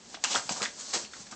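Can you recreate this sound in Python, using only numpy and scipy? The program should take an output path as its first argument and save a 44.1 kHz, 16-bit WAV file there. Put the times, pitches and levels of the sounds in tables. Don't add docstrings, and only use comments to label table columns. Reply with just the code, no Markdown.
import sys
import numpy as np
from scipy import signal
from scipy.fft import rfft, irfft, next_fast_len
from scipy.io import wavfile

SR = 44100
rng = np.random.default_rng(int(sys.argv[2]) if len(sys.argv) > 2 else 0)


def put_to_file(sound):
    columns = np.atleast_2d(sound).T
    safe = np.clip(columns, -1, 1)
    whole_steps = np.round(safe * 32767)
    wavfile.write(sys.argv[1], SR, whole_steps.astype(np.int16))


N = 59535
T = np.arange(N) / SR
CUTOFF_HZ = 8500
FIBRE_TICKS_PER_S, FIBRE_SPREAD_DB = 11000, 3.5


def from_db(db):
    return 10 ** (np.asarray(db) / 20)


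def rms_one(x):
    return x / np.sqrt(np.mean(x ** 2) + 1e-20)


def at_hz(points, hz):
    freqs, values = np.transpose(points)
    return np.interp(np.log(np.maximum(hz, 1)), np.log(freqs), values)


def coloured(x, spectrum):
    size = next_fast_len(2 * N)
    hz = np.arange(size // 2 + 1) * SR / size
    gain = rms_one(from_db(at_hz(spectrum, hz)) / (1 + (hz / (CUTOFF_HZ + 1000)) ** 12))
    cepstrum = irfft(np.log(gain), size)
    cepstrum[1:size // 2] *= 2
    cepstrum[size // 2 + 1:] = 0
    return irfft(rfft(x, size) * np.exp(rfft(cepstrum)), size)[:N]


def resonance(x, hz, q):
    edge_ratio = 1 + .5 / max(q, .5)
    band_hz = [hz / edge_ratio, min(hz * edge_ratio, SR / 2 - 1000)]
    return signal.sosfilt(signal.butter(2, band_hz, "band", fs=SR, output="sos"), x + 1e-18)


def grains(per_s, spread_db):
    sizes = from_db(spread_db * np.minimum(rng.exponential(1, N), 4))
    signs = rng.choice([-1, 1], N)
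    return rms_one(sizes * signs * (rng.random(N) < per_s / SR))


def swell(peak_s, rise_s, decay_s):
    return np.exp(np.maximum(np.minimum((T - peak_s) / rise_s, (peak_s - T) / decay_s), -30))


def burst(start_s, decay_s):
    return (T > start_s) * swell(start_s, 1, decay_s)


def shaped(x, envelope):
    y = x * envelope
    return y * np.sqrt(np.sum(envelope ** 2) / (np.sum(y ** 2) + 1e-20))


def air():
    # freq_hz, gain_db
    colour = [(12, -16), (35, 4), (60, -3.5), (90, -4), (150, -4.5), (235, 5), (320, -2), (600, -2.5),
              (1200, -8.5), (3000, -10), (8000, -11)]
    return from_db(-55.5) * rms_one(coloured(rng.standard_normal(N), colour))


def slide():
    # time_s, level_db
    ride = [(0, -60.5), (.09, -53.5), (.135, -50), (.18, -70), (.222, -53.5), (.29, -37.5), (.325, -32.5),
            (.41, -47.5), (.47, -44), (.505, -44), (.522, -31.5), (.537, -40.5), (.58, -41), (.71, -50.5),
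            (.76, -50), (.805, -41), (.84, -45), (.925, -41), (1.03, -43), (1.09, -58), (1.15, -48.5),
            (1.175, -50.5), (1.215, -45), (1.24, -52.5), (1.3, -54.5), (1.35, -53.5)]
    # freq_hz, gain_db
    colour = [(30, -48.5), (100, -20.5), (250, -7.5), (700, -7), (1300, -6.5), (2600, -10), (3500, -5.5),
              (4400, -1.5), (6500, 1.5), (7700, 1), (9000, -11.5)]
    level_db = np.interp(T, *np.transpose(ride))
    ticks = grains(FIBRE_TICKS_PER_S, FIBRE_SPREAD_DB)
    return from_db(level_db) * rms_one(coloured(ticks, colour))


def crumples():
    # peak_s, rise_s, decay_s, crackle_db, panel_hz, panel_db
    swells = [(0.139, 0.018, .016, -51, 680, -57), (0.15, 0.0079, 0.0094, -63, 3700, -39.5),
              (0.246, 0.0039, 0.021, -33, 1050, -36), (0.251, 0.0036, 0.025, -41.5, 2500, -36),
              (0.309, 0.0086, 0.02, -43.5, 850, -40.5), (0.33, 0.035, 0.024, -39, 3200, -35),
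              (0.353, 0.0093, 0.025, -33, 777, -36), (0.361, 0.011, 0.024, -28, 1194, -37),
              (0.497, 0.0043, 0.014, -32, 780, -37.5), (0.573, 0.015, 0.032, -40.5, 805, -45.5),
              (0.618, 0.0076, 0.016, -50, 600, -36.5), (0.63, 0.0051, 0.019, -29, 1500, -38.5),
              (.657, 0.003, 0.022, -42.5, 2200, -44), (0.781, .004, .01, -71, 1000, -52.5),
              (0.937, 0.003, 0.029, -25.5, 830, -51), (0.957, 0.0034, 0.032, -37, 510, -43.5),
              (1.049, 0.0034, 0.011, -73, 2880, -44.5), (1.169, 0.0057, 0.01, -47, 1100, -54),
              (1.271, 0.0072, 0.006, -49, 1610, -54), (1.313, 0.0015, 0.016, -42, 1170, -74),
              (1.328, 0.0065, 0.0083, -49, 1100, -42.5)]
    # freq_hz, gain_db
    colour = [(40, -26.5), (110, -27.5), (220, -1), (450, -5), (800, -1.5), (1400, -4.5), (2200, -4.5),
              (3200, -4.5), (4500, -0.5), (6500, 1.5), (7700, 1.5), (9000, -13.5)]
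    crackle, panels = 0, 0
    for peak_s, rise_s, decay_s, crackle_db, panel_hz, panel_db in swells:
        buckles = grains(per_s=6500, spread_db=2.5)
        envelope = swell(peak_s, rise_s, decay_s)
        crackle += from_db(crackle_db) * shaped(buckles, envelope)
        panels += from_db(panel_db) * shaped(resonance(buckles, panel_hz, q=0.98), envelope)
    return coloured(crackle, colour) + panels


def thuds():
    # start_s, level_db, pitch_hz
    landings = [(.135, -41.5, 314), (0.297, -45, 229), (0.349, -39.5, 253), (0.367, -46, 110),
                (0.455, -43, 180), (0.508, -32, 202), (.563, -43, 212), (0.614, -37.5, 201),
                (.943, -46.5, 232), (0.959, -45.5, 195), (1.038, -44, 209), (1.202, -43.5, 190),
                (1.221, -50, 137), (1.323, -42, 208)]
    rise_s, puff_gain = 0.0035, 0.57
    out = 0
    for start_s, level_db, pitch_hz in landings:
        age = np.maximum(T - start_s, 0)
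        envelope = (1 - np.exp(-age / rise_s)) * burst(start_s, decay_s=0.011)
        note = np.sin(2 * np.pi * pitch_hz * age) * envelope
        puff = shaped(resonance(rng.standard_normal(N), pitch_hz, q=0.91), envelope)
        out += from_db(level_db) * (note + puff_gain * puff)
    return out


def snaps():
    # start_s, crack_db, panel_hz, ring_db
    creases = [(0.1441, -23.5, 770, -38), (0.1494, -28, 2050, -36), (0.1723, -38, 864, -34.5),
               (0.239, -24.5, 840, -29), (0.2395, -14.5, 4580, -20.5), (0.2421, -20, 6240, -22),
               (0.2453, -17, 1300, -28), (0.2525, -35.5, 2880, -26), (.3472, -35, 874, -21.5),
               (0.3511, -35, 1355, -23), (0.3534, -45.5, 3410, -19), (.3545, -43.5, 690, -24.5),
               (0.359, -37, 1390, -19), (0.4932, -19.5, 840, -28.5), (0.4923, -20, 5000, -23.5),
               (0.5634, -42, 1130, -34.5), (0.6063, -59, 1320, -27.5), (0.613, -24.5, 676, -33),
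               (0.6192, -18, 1780, -37), (0.628, -27.5, 4340, -22.5), (0.6346, -20.5, 1750, -29),
               (0.6525, -20, 3570, -25.5), (0.658, -21.5, 1846, -25), (0.81, -40, 7250, -31),
               (.9520, -23.5, 4330, -24.5), (1.1344, -27.5, 3660, -39.5), (1.1354, -51, 1470, -37.5),
               (1.14, -46, 2000, -36.5)]
    # freq_hz, gain_db
    colour = [(60, -30), (300, -26), (800, -6.5), (2000, -4), (4500, -6), (7500, 2.5), (9000, -6)]
    brightest_hz, dulling_oct_per_db = 13000, 0.37
    sag_per_s, flutter_gain = 15.6, 0.41
    strongest_db = max(row[1] for row in creases)
    cracks, rings = 0, 0
    for start_s, crack_db, panel_hz, ring_db in creases:
        age = np.maximum(T - start_s, 0)
        noise = rng.standard_normal(N)
        low_cut = signal.butter(2, 0.38 * panel_hz, "high", fs=SR)
        top_hz = brightest_hz * 2 ** (dulling_oct_per_db * (crack_db - strongest_db))
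        high_cut = signal.butter(2, top_hz, fs=SR)
        crack = shaped(noise, burst(start_s, decay_s=0.0017))
        crack = signal.lfilter(*low_cut, crack + 1e-18)
        cracks += from_db(crack_db) * signal.lfilter(*high_cut, crack + 1e-18)

        envelope = burst(start_s, decay_s=0.0025)
        cycles = panel_hz * np.log1p(sag_per_s * age) / sag_per_s
        flutter = shaped(resonance(noise, panel_hz, q=1.84), envelope)
        ring = np.sin(2 * np.pi * cycles) * envelope + flutter_gain * flutter
        rings += from_db(ring_db) * signal.lfilter(*low_cut, ring + 1e-18)
    return coloured(cracks, colour) + rings


def rasp():
    ticks = resonance(grains(FIBRE_TICKS_PER_S, FIBRE_SPREAD_DB), hz=4360, q=9)
    return from_db(-49) * shaped(ticks, swell(peak_s=0.86, rise_s=0.015, decay_s=0.17))


def room(x):
    # freq_hz, t60_s
    ring_times = [(150, 0.65), (1000, 0.2), (4000, 0.19), (8000, 0.24)]
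    predelay_s, build_s = 0.0023, 0.00033
    age = np.maximum(T - predelay_s, 0)
    edges_hz = np.geomspace(60, 12000, 9)
    tail = 0
    for low, high in zip(edges_hz, edges_hz[1:]):
        band_pass = signal.butter(2, [low, high], "band", fs=SR, output="sos")
        band = signal.sosfilt(band_pass, rng.standard_normal(N))
        t60_s = at_hz(ring_times, np.sqrt(low * high))
        envelope = (1 - np.exp(-age / build_s)) * np.exp(-np.log(1000) * age / t60_s)
        tail += band * envelope / np.sqrt(np.sum(envelope ** 2))
    return signal.fftconvolve(x, tail)[:N]


def scene():
    reverb_db = -8
    layers = [slide() + rasp(), crumples(), snaps(), thuds()]
    room_tone = air()
    action = sum(layer + from_db(reverb_db) * room(layer) for layer in layers)
    return (action + room_tone)[None]


def record(dry):
    low_cut_hz = 50
    thinned = signal.sosfilt(signal.butter(2, low_cut_hz, "high", fs=SR, output="sos"), dry)
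    high_cut = signal.firwin(101, CUTOFF_HZ, window=("kaiser", 6.5), fs=SR)
    return signal.fftconvolve(thinned, high_cut[None], mode="same")


dry = scene()
out = record(dry)
put_to_file(out)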